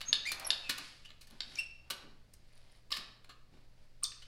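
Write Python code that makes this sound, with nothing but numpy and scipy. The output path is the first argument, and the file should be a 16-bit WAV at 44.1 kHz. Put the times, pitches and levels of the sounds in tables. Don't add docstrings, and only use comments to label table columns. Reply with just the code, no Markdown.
import sys
import numpy as np
from scipy import signal
from scipy.fft import rfft, irfft
from scipy.io import wavfile

SR = 44100
rng = np.random.default_rng(int(sys.argv[2]) if len(sys.argv) > 2 else 0)


def store_wav(level_fs):
    pcm = np.round(np.clip(np.atleast_2d(level_fs), -1, 1) * 32767)
    wavfile.write(sys.argv[1], SR, pcm.T.astype(np.int16))


N = 188351
TIME = np.arange(N) / SR

# (frequency [Hz], relative level [dB])
AIR_SPECTRUM = [(5, -1.5), (13, 8), (18, -1), (24, -9), (34, -6), (45, -15), (66, -10), (110, -22),
                (160, -20.5), (350, -30), (600, -30), (1000, -41), (2100, -38.5), (3200, -45), (4700, -40),
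                (6000, -46), (16000, -56)]
# (frequency [Hz], gain [dB])
TAIL_COLOUR = [(100, -5.5), (1000, 0), (3000, -5), (5200, -5.5), (6200, -6.5), (8800, -12), (11000, -8),
               (15000, -19)]
# (delay [s], gain [dB])
EARLY_ECHOES = [(.0033, -18.5), (.0072, -20), (0.0128, -12.5), (0.0184, -18), (0.027, -14.5)]
# (time [s], level [dB], half length [s], band centre [Hz])
SOFT_BUMPS = [(0.101, -60, 0.0091, 160), (0.157, -64, 0.018, 200), (0.324, -55.5, 0.0062, 204),
              (0.696, -54, 0.0037, 187), (0.81, -64.5, 0.017, 216), (1.33, -62.5, 0.013, 181),
              (1.503, -66.5, 0.039, 166), (1.908, -49, 0.0028, 164), (2.065, -60, 0.026, 230.5),
              (2.363, -74.5, 0.25, 66.5), (2.988, -57.5, 0.013, 200), (3.547, -63, 0.026, 177)]
# (frequency [Hz], relative level [dB])
CLOTH_SPECTRUM = [(60, -4), (160, -3.5), (350, -3), (800, 5), (1400, -0.5), (2500, -2), (8000, -28.5)]
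# (frequency [Hz], relative level [dB])
RUBBER_SPECTRUM = [(400, -37.5), (1400, -11.5), (2800, -5.5), (4800, -4.5), (6200, -15.5), (11000, -19),
                   (15000, -49.5)]
# (crest time [s], rise [s], fall [s], sleeve level [dB], glove level [dB])
ARM_MOVES = [(0.11, 0.37, 0.32, -66.5, -65), (0.43, 0.1, 0.17, -49.5, -61), (0.63, 0.23, 0.2, -81, -63.5),
             (0.85, 0.17, 0.14, -71.5, -53.5), (1.35, 0.075, 0.043, -66.5, -69),
             (1.53, 0.16, 0.15, -68.5, -59.5), (2.00, 0.15, 0.1, -65, -69.5),
             (2.76, 0.45, 0.05, -78.5, -73), (3.00, .05, 0.085, -62, -59), (3.54, 0.026, 0.16, -77.5, -75),
             (3.828, 0.12, 0.055, -80, -80), (4.26, 0.26, 0.059, -91, -69.5)]
# (crest time [s], rise [s], fall [s], level [dB])
PASTE_SPURTS = [(2.56, 0.08, 0.091, -70), (2.73, 0.066, 0.089, -72.5), (3.83, 0.059, 0.045, -83)]
# (time [s], rise [s], fall [s], first pitch [Hz], crest pitch [Hz], last pitch [Hz],
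# level [dB], first overtone gain [dB], roughness [factor])
PLUNGER_SQUEAKS = [ (0.0540, 0.027, 0.0074, 6300, 6520, 6800, -49, -35, 0.36),
                   (0.0816, 0.0053, 0.015, 6420, 6620, 6426, -35, -39, 0.26),
                   (0.2520, .024, .038, 1853, 2408, 2340, -37.5, -6, 0.84),
                   (0.4466, 0.0015, 0.017, 6100, 5650, 5320, -41, -17, 0.3),
                   (0.4670, 0.0031, 0.01, 11200, 10810, 10940, -33, -35, 0.63),
                   (0.6300, 0.039, 0.03, 2690, 2585, 2564, -49.5, -33, 0.67),
                   (1.044, .008, 0.026, 2405, 2897, 3050, -58, -16, 1.23),
                   (1.554, 0.0048, 0.0046, 7200, 5190, 4320, -47, -28, 1.04),
                   (1.5640, 0.0077, 0.036, 2410, 2281, 2637, -52.5, -9, 1.23),
                   (1.5853, 0.0064, 0.012, 2712, 2703, 2735, -31, -10, 0.36),
                   (1.6010, 0.0096, 0.0085, 2660, 2672, 2800, -42, -9, 0.67),
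                   (2.9188, .005, 0.0061, 5487, 4880, 2290, -28, -19, 0.67),
                   (2.929, 0.01, 0.0073, 1893, 1720, 1700, -47, -25, .65),
                   (4.0326, 0.0036, 0.0018, 9100, 8580, 8140, -27, -29, 0.29),
                   (4.0370, 0.006, 0.0019, 8710, 4460, 4220, -28.5, -16, 0.32),
                   (4.0450, 0.0031, 0.0089, 4160, 3660, 3510, -38, -31, 0.77),
                   (4.2210, 0.006, 0.012, 2780, 3160, 2990, -55, -12, 1)]
# (frequency [Hz], width [Hz], gain [dB])
FRAME_MODES = [(1390, 400, -3.5), (1784, 130, 6.5), (2380, 930, 4), (3143, 300, 13.5), (3195, 240, 13),
               (4170, 550, 10), (5070, 1600, -4.5), (7530, 260, 1.5), (10000, 600, -18.5)]
# (time [s], play taken up beforehand [s], level [dB], decay [s],
# treble gain [dB], bass gain [dB], lever ring gain [dB])
STEEL_CLACKS = [ (0.0135, 0.0068, -35.5, 0.0036, -2, -0.5, -22), (0.1289, 0, -35.5, .004, -12, 5.5, -3),
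                (0.3178, 0.0013, -31.5, 0.0054, 6, -4, -15), (0.3972, 0, -43.5, 0.0035, 11, -16, 0),
                (0.6952, 0.0023, -29.5, 0.0092, 3.5, -1, -16), (0.7824, 0.0046, -37.5, 0.004, 4.5, 4.5, -2),
                (1.054, 0, -57.5, .006, -13, -20, -7), (1.1039, 0.013, -51, 0.0032, -30, 7, 1.5),
                (1.2131, 0.0034, -56, 0.013, 8.5, -29, -18), (1.271, 0, -60.5, 0.0084, 8, -13, -18),
                (1.3090, 0.0069, -55, 0.002, 10, -3.5, -5), (1.4064, 0, -40, 0.0032, -30, 3, -14.5),
                (1.9057, 0.0044, -33.5, 0.0058, 7.5, 4.5, -5), (2.338, 0.0026, -60, .0035, 17, 1, -8),
                (2.916, .011, -41.5, 0.011, -1.5, 0.5, 3.5), (2.937, 0.012, -47.5, 0.031, 2, -11, -17.5),
                (2.9687, 0.004, -38, 0.0069, 1, -1.5, -1), (3.2450, 0, -56.5, 0.0034, 1, 10, -1.5),
                (3.2930, 0.0017, -54, 0.014, -6, 7, 6), (4.0293, 0.0039, -52, 0.0065, -1.5, 5, 13.5),
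                (4.119, 0, -52.5, 0.005, -13, -12, -14), (4.222, 0.0061, -55.5, 0.0065, -20, -16, -26)]
# (frequency [Hz], relative level [dB], time to fall 60 dB [s])
CARTRIDGE_MODES = [(1720, -7, 0.01), (2890, 1, 0.008), (3665, 3.5, 0.037), (4390, 1.5, 0.025),
                   (5110, -1, 0.01078), (7200, -19, 0.008), (10200, -20, 0.028)]
# (time [s], level [dB], ring length [factor], crack gain [dB], pitch [factor])
PLUNGER_SNAPS = [(0.1288, -17.5, 0.85, -7, .99), (0.5042, -19.5, 0.85, -6.5, 0.99),
                 (1.4051, -31, 0.65, -20, 1.05)]


def from_db(db):
    return 10 ** (np.asarray(db) / 20)


def unit_rms(x):
    return x / np.sqrt(np.mean(x ** 2) + 1e-20)


def at_hz(points, hz):
    frequencies, values = np.transpose(points)
    return np.interp(np.log(np.maximum(hz, 1)), np.log(frequencies), values)


def coloured(noise, spectrum):
    gain = from_db(at_hz(spectrum, np.fft.rfftfreq(N, 1 / SR)))
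    return unit_rms(irfft(rfft(noise) * gain, N))


def drift(per_s):
    return unit_rms(np.interp(TIME * per_s, np.arange(N), rng.standard_normal(N)))


def filtered(x, hz, kind, order=2):
    return signal.sosfilt(signal.butter(order, hz, kind, fs=SR, output="sos"), x + 1e-18)


def resonance(x, hz, width_hz):
    radius = np.exp(-np.pi * width_hz / SR)
    feedback = [1, -2 * radius * np.cos(2 * np.pi * hz / SR), radius ** 2]
    return signal.lfilter(np.array([1, 0, -1]) * (1 - radius ** 2) / 2, feedback, x + 1e-18)


def add(out, start_s, sound):
    i = max(round(start_s * SR), 0)
    out[i:i + len(sound)] += sound[:N - i]


def swells(rows, swell_db=13.5):
    power = 0
    for crest, rise, fall, db in rows:
        away = np.maximum((crest - TIME) / rise, (TIME - crest) / fall)
        power += from_db(db - swell_db * away) ** 2
    return np.sqrt(power)


def room_tone(air_db=-57, hum_hz=120, hum_db=-72.5):
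    air = from_db(air_db) * coloured(rng.standard_normal(N), AIR_SPECTRUM)
    hum = from_db(hum_db) * np.sqrt(2) * np.sin(2 * np.pi * hum_hz * TIME)
    return air + hum


def basement(direct, t60_s=.62, absorb_hz=10500, wet_db=-1, build_up_s=.0037, echo_cut_hz=8500):
    t, band_edges = TIME[:SR], np.geomspace(80, 17000, 30)
    noise, bins = rfft(rng.standard_normal(SR)), np.fft.rfftfreq(SR, 1 / SR)
    tail, early = np.zeros((2, SR))
    for low, high in zip(band_edges, band_edges[1:]):
        hz = np.sqrt(low * high)
        band_t60 = t60_s / (1 + (hz / absorb_hz) ** 2)
        envelope = from_db(-60 * t / band_t60) * (1 - np.exp(-t / build_up_s))
        band = irfft(noise * ((bins >= low) & (bins < high)), SR)
        tail += from_db(wet_db + at_hz(TAIL_COLOUR, hz)) * band * envelope / np.linalg.norm(envelope)
    for delay, db in EARLY_ECHOES:
        early[round(delay * SR)] += from_db(db)
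    response = tail + filtered(early, echo_cut_hz, "low")
    return direct + signal.fftconvolve(direct, response)[:N]


def bumps(band_ratio=1.7):
    out = np.zeros(N)
    for time, db, half_length, hz in SOFT_BUMPS:
        rumble = unit_rms(filtered(rng.standard_normal(N), [hz / band_ratio, hz * band_ratio], "band"))
        out += from_db(db) * rumble * np.exp(-.5 * ((TIME - time) / half_length) ** 2)
    return out


def rustle(sleeve_hold_db=-92, glove_hold_db=-88):
    sleeve = swells([(*timing, db) for *timing, db, _ in ARM_MOVES]) + from_db(sleeve_hold_db)
    glove = swells([(*timing, db) for *timing, _, db in ARM_MOVES]) + from_db(glove_hold_db)
    cloth_catch, rubber_catch = from_db(2.2 * drift(per_s=120)), from_db(1.5 * drift(per_s=300))
    cloth = coloured(rng.standard_normal(N) * cloth_catch, CLOTH_SPECTRUM)
    rubber = coloured(rng.standard_normal(N) * rubber_catch, RUBBER_SPECTRUM)
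    return sleeve * cloth + glove * rubber


def paste_crackle(bursts_per_s=800):
    bursts = (rng.random(N) < bursts_per_s / SR) * rng.standard_normal(N)
    pitches_hz = np.array([600, 1800, 2050, 2400, 3950, 4400, 4800, 5150, 9500])
    widths_hz = 450 * np.sqrt(pitches_hz / 4000)
    pocket = rng.integers(0, len(pitches_hz), N)
    crackle = sum(resonance(bursts * (pocket == k), hz, widths_hz[k]) for k, hz in enumerate(pitches_hz))
    return swells(PASTE_SPURTS) * unit_rms(crackle)


def plunger_squeaks(jitter=.034, flutter_db=3, overtone_fall_db=7, scrape_db=-9, edge_db=9.5):
    out, waver, flutter = np.zeros(N), drift(per_s=1500), drift(per_s=500)
    friction = coloured(rng.standard_normal(N), RUBBER_SPECTRUM)
    for start, rise, fall, first_hz, crest_hz, last_hz, crest_db, overtone_db, rough in PLUNGER_SQUEAKS:
        end = start + rise + fall
        span = (TIME >= start) & (TIME <= end)
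        t = TIME[span]
        stage = np.interp(t, [start, start + rise, end], [-1, 0, 1])
        hz = np.interp(stage, [-1, 0, 1], [first_hz, crest_hz, last_hz])
        db = crest_db - edge_db * np.abs(stage) ** 2.14
        phase = 2 * np.pi * np.cumsum(hz * (1 + rough * jitter * waver[span])) / SR
        tone = np.sin(phase)
        for k in range(2, 7):
            tone += from_db(overtone_db - overtone_fall_db * (k - 2)) * np.sin(k * phase) * (k * hz < SR / 2)
        slips = 1 + .5 * np.sin(phase)
        scrape = from_db(scrape_db) * rough ** 2 * friction[span] * slips
        fade = np.clip(np.minimum(t - start, end - t) / .001, 0, 1)
        out[span] += (np.sqrt(2) * tone + scrape) * fade * from_db(db + rough * flutter_db * flutter[span])
    return out


def steel_contacts(touch_db=-7.5, touch_tilt_db=1, rebound_s=.011, rebound_db=-12, rebound_tilt_db=-4.5):
    for time, play, db, decay, treble_db, bass_db, ring_db in STEEL_CLACKS:
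        yield (time - play, db + touch_db, decay,
               treble_db + touch_tilt_db, bass_db - touch_tilt_db, ring_db - touch_tilt_db)
        yield time, db, decay, treble_db, bass_db, ring_db
        yield (time + rebound_s, db + rebound_db, decay,
               treble_db + rebound_tilt_db, bass_db - rebound_tilt_db, ring_db)


def lever_clacks(grain_db=3, frame_db=5, tick_db=-4, knock_db=-2, lever_db=12, lever_hz=1158):
    frame, treble, bass, lever = np.zeros((4, N))
    t = TIME[:SR // 8]
    for time, db, decay, treble_db, bass_db, ring_db in steel_contacts():
        envelope = np.exp(-t / decay)
        chatter = envelope * rng.standard_normal(len(t)) * from_db(grain_db * rng.standard_normal(len(t)))
        blow = from_db(db) * chatter * np.linalg.norm(envelope) / np.linalg.norm(chatter)
        add(frame, time, blow)
        add(treble, time, blow * from_db(treble_db))
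        add(bass, time, blow * from_db(bass_db))
        add(lever, time, blow * from_db(ring_db))
    body = sum((-1) ** k * from_db(db) * resonance(frame, hz, width)
               for k, (hz, width, db) in enumerate(FRAME_MODES))
    tick = filtered(filtered(treble, 5200, "high"), 11500, "low")
    knock = filtered(bass, [130, 1500], "band", order=1)
    ring = resonance(resonance(lever, lever_hz, width_hz=243), lever_hz, width_hz=243)
    return (from_db(frame_db) * body + from_db(tick_db) * tick
            + from_db(knock_db) * knock + from_db(lever_db) * ring)


def plunger_snaps(crack_decay_s=.00389, contact_hz=11000, rebound_db=-5):
    out, t = np.zeros(N), TIME[:SR // 10]
    for time, db, length, crack_db, pitch in PLUNGER_SNAPS:
        ring = sum((-1) ** k * from_db(level - 60 * t / (t60 * length)) * np.sin(2 * np.pi * hz * pitch * t)
                   for k, (hz, level, t60) in enumerate(CARTRIDGE_MODES))
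        hiss = filtered(rng.standard_normal(len(t)), [2400, 7000], "band", order=1)
        crack = from_db(crack_db) * hiss * np.exp(-t / crack_decay_s)
        snap = from_db(db) * (ring + crack)
        add(out, time, snap)
        add(out, time + .0034 * length, from_db(rebound_db) * snap)
    return filtered(filtered(out, 1300, "high", order=1), contact_hz, "low", order=4)


def scene():
    gun = plunger_snaps() + lever_clacks() + plunger_squeaks() + paste_crackle()
    handling = rustle() + bumps()
    return (basement(gun + handling) + room_tone())[None]


def record(dry, cutoff_hz=15800):
    return signal.sosfilt(signal.ellip(10, .1, 80, cutoff_hz, fs=SR, output="sos"), dry)


dry = scene()
out = record(dry)
store_wav(out)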